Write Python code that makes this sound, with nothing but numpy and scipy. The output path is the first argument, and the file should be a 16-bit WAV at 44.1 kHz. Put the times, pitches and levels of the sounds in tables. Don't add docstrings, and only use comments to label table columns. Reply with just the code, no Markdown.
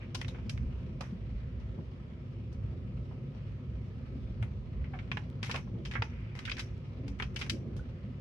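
import sys
import numpy as np
from scipy import signal
from scipy.fft import rfft, irfft, next_fast_len
from scipy.io import wavfile
from scipy.ndimage import uniform_filter1d, map_coordinates

SR = 44100
rng = np.random.default_rng(int(sys.argv[2]) if len(sys.argv) > 2 else 0)


def file_out(sig):
    cols = np.atleast_2d(sig).T
    lim = np.clip(cols, -1, 1)
    pcm = np.round(lim * 32767).astype(np.int16)
    wavfile.write(sys.argv[1], SR, pcm)


N = 361664

# t/s, boom/dB, rumble/dB
ROAD_LEVELS = [(0, -50, -43.5), (0.66, -37.5, -40), (1.08, -46, -43), (1.4, -40, -42.5), (2.1, -49, -44.5),
               (2.75, -40.5, -40), (3.15, -47, -42.5), (4.25, -43.5, -41.5), (4.7, -39.5, -42.5),
               (5.1, -45.5, -41.5), (5.75, -42.5, -39.5), (6.2, -45.5, -44.5), (6.95, -45.5, -42),
               (7.2, -42, -41), (8.2, -46.5, -41.5)]
# f/Hz, density/dB
BOOM_SPECTRUM = [(15, -45), (24, -29), (32, -19.5), (42, -17), (52, 1.5), (62, 2), (74, 0), (86, -5.5),
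                 (105, -6.5), (170, -82.5)]
# f/Hz, width/Hz, level/dB
AIR_MODES = [(103.6, 17, -1.5), (136.8, 13.9, -1.5), (185.4, 29.3, -9.5), (241.6, 16.4, -10),
             (251.9, 8.6, -8.5)]
# f/Hz, density/dB
TREAD_SPECTRUM = [(160, -34.5), (270, -1), (297, -11.5), (344, 0), (393, -4), (421, -8), (528, -5),
                  (588, -15), (635, -23), (750, -19), (980, -51), (1650, -120)]
# t/s, level/dB
SING_LEVELS = [(0, -88), (1.2, -82), (2.1, -80.5), (2.8, -74), (3.3, -73.5), (3.7, -80), (4.05, -73.5),
               (4.6, -80.5), (6.5, -77.5), (8.2, -76)]
# f/Hz, density/dB
SING_SPECTRUM = [(950, -28), (1200, 0), (1290, 1.5), (1400, -14.5), (1700, -39.5)]
# t/s, hiss/dB
HISS_LEVELS = [(0, -61), (1.1, -62.5), (2.4, -64.5), (3.2, -64), (3.9, -62.5), (4.6, -64), (5.1, -61.5),
               (5.8, -64.5), (6.6, -62.5), (7.6, -63.5), (8.2, -62.5)]
# f/Hz, density/dB
HISS_SPECTRUM = [(380, -26.5), (640, -1), (694, -13), (811, -13), (972, -7), (1170, -9.5), (1280, -7),
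                 (1450, -12), (1870, -11.5), (2350, -10), (2580, -12.5), (3090, -15.5), (3710, -20),
                 (5330, -25), (7480, -38), (14500, -56.5)]
# f/Hz, density/dB
LIGHT_SPECTRUM = [(500, -22), (900, 3), (1300, -1), (2300, 0), (3400, -4.5), (6000, -21), (12000, -42.5)]
# f/Hz, correlation/1
STEREO_LIKENESS = [(60, 0.94), (130, 1), (290, 0.86), (630, 0.637), (1300, -0.058), (2400, -0.13),
                   (7000, 0.052)]
# t/s, level/dB, half length/s
LOW_SWELLS = [(0.716, -52, 0.058), (0.9, -55, 0.04), (1.1, -57, 0.039), (1.789, -51, 0.05),
              (2.75, -56, 0.029), (4.147, -50, 0.058), (5.534, -47, 0.032), (5.77, -45.5, 0.061),
              (7.082, -48, 0.04), (7.569, -47.5, 0.24), (8.085, -53.5, 0.029)]
# f/Hz, density/dB
CHURN_SPECTRUM = [(150, -29), (220, 7), (275, -5), (350, 1.5), (450, -9.5), (560, -12), (750, -25),
                  (1500, -77)]
# t/s, peak/dB, f/Hz, half length/s
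BODY_TONES = [(0.669, -25.5, 56.4, 0.012), (1.365, -28.5, 58, 0.016), (2.648, -27, 114, 0.0095),
              (4.169, -43.5, 267, 0.021), (4.427, -27.5, 111, 0.027), (4.806, -30, 64, 0.022),
              (6.004, -26, 110, 0.016), (7.081, -42.5, 278.6, 0.054), (8.07, -40, 200, 0.021)]
# t/s, thud/dB, slap/dB
WIPER_EVENTS = [(0.456, -40, -68), (1.12, -38.5, -74), (1.777, -41.5, -59), (3.105, -48, -63),
                (4.419, -50, -61), (5.745, -43.5, -66), (7.068, -58, -68)]
# f/Hz, density/dB
THUD_SPECTRUM = [(90, -39), (160, 10), (215, 11.5), (270, -8.5), (330, -12), (480, -13.5), (800, -62)]
# f/Hz, density/dB
SLAP_SPECTRUM = [(200, -28.5), (500, 2), (950, 6), (1500, -14.5), (4000, -26.5), (8000, -53), (12000, -91)]
# t/s, level/dB, half length/s
SHOWER_EVENTS = [(.03, -56, 0.032), (.36, -66, 0.083), (6.13, -62, 0.079), (6.23, -66.5, 0.077),
                 (6.48, -60, 0.22), (7.42, -51.5, 0.05)]
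# f/Hz, density/dB
SHOWER_SPECTRUM = [(400, -10), (900, -6), (1500, 1), (2400, 7.5), (3200, -4.5), (4200, -18), (5700, -21),
                   (8000, -40), (14000, -48)]
# f/Hz, density/dB
SPLASH_SPECTRUM = [(400, -28.5), (900, -10), (2300, -8), (4200, -11), (5100, -4.5), (5600, 11),
                   (6500, -0.5), (7700, -17), (9500, -15), (14000, -25)]
# t/s, level before rise and decay/dB, starting f/Hz, t60/s
BUBBLES = [(7.794, -38.5, 1460, 0.03)]
# nominal f/Hz, level re knock/dB, t60/s
FLEX_MODES = [(157, 5, 0.036), (296, -1, 0.024), (477, 3, 0.047), (536, -13, 0.026)]
# t/s, smack/dB, knock re smack/dB, snap re smack/dB, spray re snap/dB,
#   struck-spot resonance f/Hz, its height/dB, ring t60/s, crack re ring/1, left-right/dB
SINGLE_DROPS = [(0.1462, -44, -7, 4.5, -13, 1010, 10.5, 0.048, -0.5, 3),
                (0.188, -63, -3, 3, -16, 5800, 2, 0.065, 0.5, -3),
                (0.2133, -42.5, -11.5, -5.5, -13, 1970, 8, 0.04, 2, 1.5),
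                (0.2463, -48, -20, -15, -14, 2200, 3, 0.032, 4, -5),
                (0.2818, -52.5, -5, -1, -9, 3780, 11.5, 0.081, 6, 0),
                (0.3447, -53.5, -1, -20, -15, 2220, 4.5, 0.1, -2, 0.5),
                (0.384, -61, 2, -14, -14, 1500, 3, 0.08, 0, -3),
                (0.494, -45, -20, 1, -10, 2900, 2, 0.037, -3, 0.5),
                (0.576, -51, -14, -14, -13, 2040, 4.5, 0.037, 6, -3.5),
                (1.0079, -47.5, 2, -0.5, -14, 820, 4, 0.056, 2, -1),
                (1.033, -55, -2.5, -9, -7, 1800, 7, 0.35, 3, -1),
                (1.5988, -71, 3, -2, -14, 5650, 7, 0.14, 5, 3),
                (2.527, -77, 8, 11, -10, 5640, 2.5, 0.07, 3.5, 2),
                (3.112, -68.5, 7, -17, -15, 1000, 7, 0.09, 2, 0),
                (3.349, -71.5, 3, -3.5, -19, 5600, 8, 0.13, 8, 4),
                (4.06, -69, 2, -16, -15, 1300, 10, 0.074, 2, 1.5),
                (4.426, -43.5, -11.5, -21, 1, 1780, -3, 0.074, 6, 1.5),
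                (4.841, -54.5, -9, -17.5, -14, 2040, 7, 0.19, 5, 1),
                (4.9339, -46.5, -5.5, -32, -17, 740, 15, 0.13, -1, 0),
                (4.989, -44.5, -17.5, -19.5, -22, 2407, 1, 0.07, 5, 1),
                (5.1157, -33.5, -14.5, -15.5, -23, 2440, 4.5, 0.041, 3, -0.5),
                (5.1708, -36, -10.5, -20.5, -13, 1625, 3.5, 0.042, 3.5, -3),
                (5.4291, -39, -12.5, -5, -14, 2100, 5, 0.051, 3, 5.5),
                (5.4448, -49.5, -8, 0.5, -13, 2700, 0, 0.097, 1, 2),
                (5.4612, -47.5, -12, -6, -5, 2100, 7, 0.25, 6, 0),
                (5.494, -41, -2.5, -13, -7, 1700, 5.5, 0.13, 2, 0),
                (5.512, -36, -32, -4.5, -15, 3400, -1, 0.044, 1, 2),
                (5.5416, -41, 2, -9, -14, 640, 4, 0.11, 3, -1),
                (5.5535, -42.5, -5, -12, -5, 2250, 9, 0.14, 4, -1),
                (5.5589, -42, -14, -7, -11, 2420, 6, 0.037, 0, -1),
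                (5.574, -53, -1, -14, -14, 2700, -7, 0.055, 4, -5),
                (5.671, -64.5, 2, -18, -14, 1050, 6, 0.1, 3, 0),
                (5.752, -73, 8, -14, -17, 1000, 6, 0.09, 1, 0),
                (5.8512, -45, -14, -4, -15.5, 2360, 3, 0.11, 4, 1),
                (5.912, -42.5, -13.5, -11, -12, 2400, 3, 0.13, 10, 0),
                (5.9367, -46.5, -9, -6, -21, 1980, 10, 0.13, 5, 1),
                (5.9536, -32.5, -12, -38, -13, 1500, 9, 0.088, 1.5, -5),
                (6.0212, -33, -8, -11.5, -28, 960, 7, 0.027, 1.5, -2),
                (6.352, -54, -1, -4, -8, 2100, 8, 0.43, 9, 3.5),
                (6.39, -45.5, -11, -6, -14, 2100, 2, 0.065, 9, 1),
                (6.452, -41, -26, -8.5, -11.5, 3700, 7, 0.11, 5, -1.5),
                (6.4755, -38.5, -24, -24, -14, 1500, 11.5, 0.08, 1, -5),
                (6.496, -39.5, -24, -11, -13, 2400, 8, 0.039, 6, 3),
                (6.511, -49, -14, -4, -13, 2600, 1, 0.04, 1, 2),
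                (6.516, -37, -21, -5, -33, 2450, 4, 0.032, 1.5, 3.5),
                (6.5678, -47, -18, -6, -16, 2350, 1, 0.04, 3, 2),
                (6.577, -40, -20, -26, -13, 1620, 9, 0.14, -1, -3),
                (6.584, -64, -6, 11, -14, 5800, 5, 0.029, 3, 4),
                (6.594, -40, -14.5, -1.5, -12.5, 2000, 1.5, 0.063, 3, 2),
                (7.0799, -60.5, 2, 5, -11, 2320, 12, 0.065, 7, 3.5),
                (7.188, -58.5, -9, -6, -12, 6000, 3, 0.19, 2, 11),
                (7.199, -34.5, -12.5, -24, -7, 1480, 5, 0.04, 2, 3.5),
                (7.222, -37, -10, -13, -14, 2920, 5.5, 0.061, 1.5, -1),
                (7.345, -77, -10, 4, 1, 5500, 2, 0.014, 2, 6),
                (7.3611, -40, -21, -4.5, -12, 2870, 5.5, 0.059, 6, 3.5),
                (7.391, -57, 0, 9.5, -11, 2740, 4, 0.22, 7, 8),
                (7.412, -36, -14.5, -9, -14, 2400, 2.5, 0.089, 1, -2.5),
                (7.462, -52.5, -8, -9, -9, 3500, -2, 0.071, 2, 3),
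                (7.4956, -35, -21, 0, -11.5, 3000, 2, 0.044, -1, 3),
                (7.765, -63.5, 3, 2, -3.5, 3300, 4, 0.15, 8, 1)]
BAND_EDGES_HZ = [500, 1400, 3400, 7000, 14000]
# f/Hz, gain/dB
GLASS_GAIN = [(400, -5.5), (630, -4), (780, 2), (1000, 1.5), (1250, 0.5), (1500, 1), (1900, -1.5),
              (2400, 0.5), (3200, 1.5), (4300, -1.5), (5500, 1), (7500, -3.5), (10000, -1), (14000, -9)]
# knock/dB, snap/dB, spray/dB, centre spot f/Hz, spot height/dB,
#   t60/s (negative: it swells until cut off), crack/1, left-right/dB
STRAY_SETTINGS = (-2, 10.5, -15.5, 5600, 0.5, -0.5, 0, 1.5)
# f/Hz, t60/s
CABIN_T60 = [(400, 0.25), (2000, 0.14), (6000, 0.18), (12000, 0.18)]

TREAD_DB, TREAD_DB_PER_RUMBLE_DB = -56.5, 0.22
TREAD_SURGE_DB, SURGE_PER_S = 1, 8
JOLT_DB, JOLT_PER_S = 1.5, 11
LIGHT_PER_S, LIGHT_DB, LIGHT_T60_S = 20, -79.5, 0.034
SHOWER_PER_S, SMALL_SCATTER_DB = 1400, 0.5
SPLASH_RE_SNAP_DB, SPLASH_RISE_S, SPLASH_T60_S = -15, 0.013, 0.33
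STRAY_PER_S, STRAY_DB = 1.6, -81.5
CABIN_SEND_DB = -13.5
TOP_HZ = 14500


def amp(db):
    return 10 ** (np.asarray(db) / 20)


def unit(x):
    return x / np.sqrt(np.mean(x ** 2) + 1e-20)


def along(points, hz):
    f, v = np.transpose(points)
    return np.interp(np.log(hz + 1), np.log(f + 1), v)


def shape(points):
    return lambda hz: amp(along(points, hz))


def curves(rows):
    s, *cols = np.transpose(rows)
    return [np.interp(np.arange(N) / SR, s, c) for c in cols]


def swells(rows):
    t = np.arange(N) / SR
    return sum(amp(db) * np.exp(-((t - s) / half_s) ** 2) for s, db, half_s in rows)


def wobble(per_s):
    knots = rng.standard_normal(int(N * per_s / SR) + 4)
    return map_coordinates(knots, [np.arange(N) * per_s / SR])


def noise():
    return rng.standard_normal((2, N))


def droplets(per_s):
    hits = rng.random((2, N)) < per_s / SR
    return hits * amp(SMALL_SCATTER_DB * noise()) * np.sign(noise())


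def filtered(x, response):
    m = next_fast_len(N + SR // 2)
    return irfft(rfft(x, m) * response(np.fft.rfftfreq(m, 1 / SR)), m)[..., :N]


def rush(response, source):
    def mid_side(hz):
        turn = np.arccos(np.clip(along(STEREO_LIKENESS, hz), -1, 1)) / 2
        return response(hz) * np.array([np.cos(turn), np.sin(turn)])
    mid, side = filtered(source, mid_side)
    return unit(np.array([mid + side, mid - side]))


def patchy(x, depth_db, size=22):
    z = signal.stft(x, nperseg=512)[2]
    field = uniform_filter1d(rng.standard_normal(z.shape[1:]), size=6, axis=0)
    field = uniform_filter1d(field, size=size, axis=1)
    return signal.istft(z * amp(depth_db * unit(field)), nperseg=512)[1][:, :N]


def causal(gain):
    c = irfft(np.log(np.maximum(gain, 1e-6)))
    c[1:len(c) // 2] *= 2
    c[len(c) // 2 + 1:] = 0
    return np.exp(rfft(c))


def burst(blow, order=121):
    z = rfft(blow * rng.standard_normal((2, len(blow))))
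    power = uniform_filter1d(uniform_filter1d(np.abs(z) ** 2, order), order)
    return z * np.sqrt(np.sum(blow ** 2) / np.abs(power))


def cabin_modes(f, low_hz=85, high_hz=285):
    modes = 0
    for k, (mode_hz, width_hz, db) in enumerate(AIR_MODES):
        damping = 1j * f * width_hz
        modes = modes + (-1) ** k * amp(db) * damping / (mode_hz ** 2 - f ** 2 + damping)
    return modes / np.sqrt((1 + (low_hz / (f + 1)) ** 12) * (1 + (f / high_hz) ** 16))


def road():
    boom_db, rumble_db = curves(ROAD_LEVELS)
    boom = amp(boom_db + JOLT_DB * wobble(JOLT_PER_S)) * rush(shape(BOOM_SPECTRUM), noise())
    rumble = amp(rumble_db) * rush(cabin_modes, noise())
    tread_db = TREAD_DB + TREAD_DB_PER_RUMBLE_DB * (rumble_db - rumble_db.mean())
    tread_db = tread_db + TREAD_SURGE_DB * wobble(SURGE_PER_S)
    tread = amp(tread_db) * rush(shape(TREAD_SPECTRUM), noise())
    return boom * amp([[-.7], [.7]]) + rumble + tread * amp([[-.4], [.4]])


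def tyre_sing():
    level_db, = curves(SING_LEVELS)
    return amp(level_db) * rush(shape(SING_SPECTRUM), noise())


def drizzle(per_s=200, scatter_db=5, patter=0.55, patchy_db=1.25, tick_t60_s=0.11):
    hiss_db, = curves(HISS_LEVELS)
    hits = (rng.random(N) < per_s / SR) * amp(scatter_db * rng.uniform(0.5, 9.8, N))
    t = np.arange(SR // 20) / SR
    ring = rng.standard_normal((2, len(t))) * amp(-60 * t / tick_t60_s)
    ticks = unit(signal.fftconvolve(hits[None], ring, axes=1)[:, :N])
    return amp(hiss_db) * rush(shape(HISS_SPECTRUM), patchy(noise() + patter * ticks, patchy_db))


def light_drops():
    hits = (rng.random(N) < LIGHT_PER_S / SR) * rng.uniform(0.22, 1, N)
    t = np.arange(SR // 10) / SR
    power = signal.fftconvolve(hits, amp(-60 * t / LIGHT_T60_S) ** 2)[:N]
    return amp(LIGHT_DB) * rush(shape(LIGHT_SPECTRUM), np.sqrt(np.abs(power)) * noise())


def low_swells(pan_db=-3, slosh_db=3.5):
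    churn = rush(shape(CHURN_SPECTRUM), patchy(noise(), slosh_db, size=9))
    return swells(LOW_SWELLS) * churn * amp([[pan_db / 2], [-pan_db / 2]])


def body_tones():
    t = np.arange(N) / SR
    return sum(amp(db) * np.exp(-((t - s) / half_s) ** 2) * np.cos(2 * np.pi * hz * (t - s))
               for s, db, hz, half_s in BODY_TONES)


def wipers(rise_s=0.0056, t60_s=0.2):
    thud, slap = np.zeros((2, N))
    for s, thud_db, slap_db in WIPER_EVENTS:
        t = np.maximum(np.arange(N) / SR - s, 0)
        flip = (1 - np.exp(-t / rise_s)) * amp(-60 * t / t60_s)
        flip /= flip.max()
        thud += amp(thud_db) * flip
        slap += amp(slap_db) * flip
    return thud * rush(shape(THUD_SPECTRUM), noise()) + slap * rush(shape(SLAP_SPECTRUM), noise())


def showers():
    return swells(SHOWER_EVENTS) * rush(shape(SHOWER_SPECTRUM), droplets(SHOWER_PER_S))


def splash(per_s=900, ragged_db=1.5, clumps_per_s=110, snap_cap_db=-43):
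    t = np.arange(SR // 3) / SR
    fall = (1 - np.exp(-t / SPLASH_RISE_S)) * amp(-60 * t / SPLASH_T60_S)
    power = np.zeros(N + SR)
    for s, db, _, snap_db, *_ in SINGLE_DROPS:
        level_db = min(db + snap_db, snap_cap_db) + SPLASH_RE_SNAP_DB
        power[round(s * SR):][:len(t)] += (amp(level_db) * fall) ** 2
    crackle = droplets(per_s) * amp(ragged_db * wobble(clumps_per_s))
    return np.sqrt(power[:N]) * rush(shape(SPLASH_SPECTRUM), crackle)


def plips(rise_s=0.0026, glide_per_s=1.5):
    out = np.zeros(N + SR)
    t = np.arange(SR // 8) / SR
    for s, db, hz, t60_s in BUBBLES:
        tone = np.sin(2 * np.pi * hz * (t + glide_per_s * t ** 2 / 2))
        out[round(s * SR):][:len(t)] += amp(db - 60 * t / t60_s) * (1 - np.exp(-t / rise_s)) * tone
    return out[:N]


def panel_flex(scatter_db=2):
    out = np.zeros(N + SR)
    t = np.arange(SR // 6) / SR
    for s, db, knock_db, *_ in SINGLE_DROPS:
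        swing = 0
        for hz, level_db, t60_s in FLEX_MODES:
            gain = amp(level_db + scatter_db * rng.standard_normal() - 60 * t / t60_s)
            swing = swing + gain * np.sin(2 * np.pi * hz * rng.uniform(0.773, 1.194) * t)
        out[round(s * SR):][:len(t)] += amp(db + knock_db) * swing
    return out[:N]


def stray_drops(count=12):
    when, strength, spot = rng.random((count, 3)).T
    times_s = (np.arange(count) + when) / STRAY_PER_S
    knock_db, snap_db, spray_db, centre_hz, *rest = STRAY_SETTINGS
    levels_db = STRAY_DB + SMALL_SCATTER_DB * (2 * strength - 1)
    spots_hz = centre_hz * 2 ** ((spot - .5) / 2)
    return [(s, db, knock_db, snap_db, spray_db, hz, *rest)
            for s, db, hz in zip(times_s, levels_db, spots_hz) if s < N / SR]


def drop_colour(levels_db, spot_hz, spot_db, hz, low_hz=480, spray_hz=9500, spot_octaves=0.13):
    edges = np.array(BAND_EDGES_HZ)
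    density_db = levels_db - 10 * np.log10(np.diff(edges) / (SR / 2))
    centres_hz = np.sqrt(edges[1:] * edges[:-1])
    slope_db = along(list(zip(centres_hz, density_db)), hz)
    peak_db = spot_db / (1 + (np.log2((hz + 1) / spot_hz) / spot_octaves) ** 2)
    roll_off = (1 + (low_hz / (hz + 1)) ** 4) * (1 + (hz / spray_hz) ** 4)
    return amp(slope_db + peak_db + along(GLASS_GAIN, hz)) / np.sqrt(roll_off)


def drops(rows, crack_s=0.00067, spread_s=0.0013, ripple_db=1.5, clump_db=2, size=8192):
    smack_s, ripple_hz, clumps_per_s = .015, 180, 1200
    out = np.zeros((2, N + size))
    t, hz = np.arange(size) / SR, np.fft.rfftfreq(size, 1 / SR)
    likeness = along([(500, 0.85), (1500, 0.04), (3000, 0.036)], hz)
    turn = np.arccos(np.clip(likeness, -1, 1)) / 2
    for s, db, knock_db, snap_db, spray_db, spot_hz, spot_db, t60_s, crack, pan_db in rows:
        blow = (1 - np.exp(-t / spread_s)) * amp(-60 * t / t60_s) * (1 + crack * np.exp(-t / crack_s))
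        clumps = map_coordinates(rng.standard_normal(size // 32), [t * clumps_per_s], mode="mirror")
        blow *= amp(clump_db * clumps)
        blow *= np.sqrt(smack_s * SR / np.sum(blow ** 2))
        ripple = map_coordinates(rng.standard_normal(size // 32), [hz / ripple_hz], mode="mirror")
        levels_db = db + np.array([knock_db, 0, snap_db, snap_db + spray_db])
        colour = drop_colour(levels_db, spot_hz, spot_db, hz) * amp(ripple_db * ripple)
        mid, side = irfft(burst(blow) * causal(colour) * [np.cos(turn), np.sin(turn)])
        smack = np.array([mid + side, mid - side]) * amp([[pan_db / 2], [-pan_db / 2]])
        out[:, round(s * SR):][:, :size] += smack
    return out[:, :N]


def cabin(x, delay_s=0.0079, build_s=0.00067):
    hz, t, z = signal.stft(rng.standard_normal((2, SR // 2)), SR, nperseg=256)
    fade = amp(-60 * t / along(CABIN_T60, hz)[:, None]) * (1 - np.exp(-t / build_s))
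    tail = signal.istft(z * fade, SR, nperseg=256)[1]
    tail = np.pad(tail / np.linalg.norm(tail[0]), ((0, 0), (round(delay_s * SR), 0)))
    echo = signal.fftconvolve(x, tail, axes=1)[:, :N]
    return filtered(echo, shape([(800, 2), (2400, 2.0), (4000, -2.0), (6000, 5.5), (8000, 3.5), (13000, 5.0)]))


def scene():
    driving = road() + tyre_sing() + drizzle() + light_drops() + low_swells() + body_tones() + wipers()
    small_water = showers() + splash()
    smacks = plips() + drops(SINGLE_DROPS + stray_drops())
    return driving + small_water + panel_flex() + smacks + amp(CABIN_SEND_DB) * cabin(smacks)


def record(dry):
    return filtered(dry, lambda hz: 1 / np.sqrt(1 + (hz / TOP_HZ) ** 120))


dry = scene()
out = record(dry)
file_out(out)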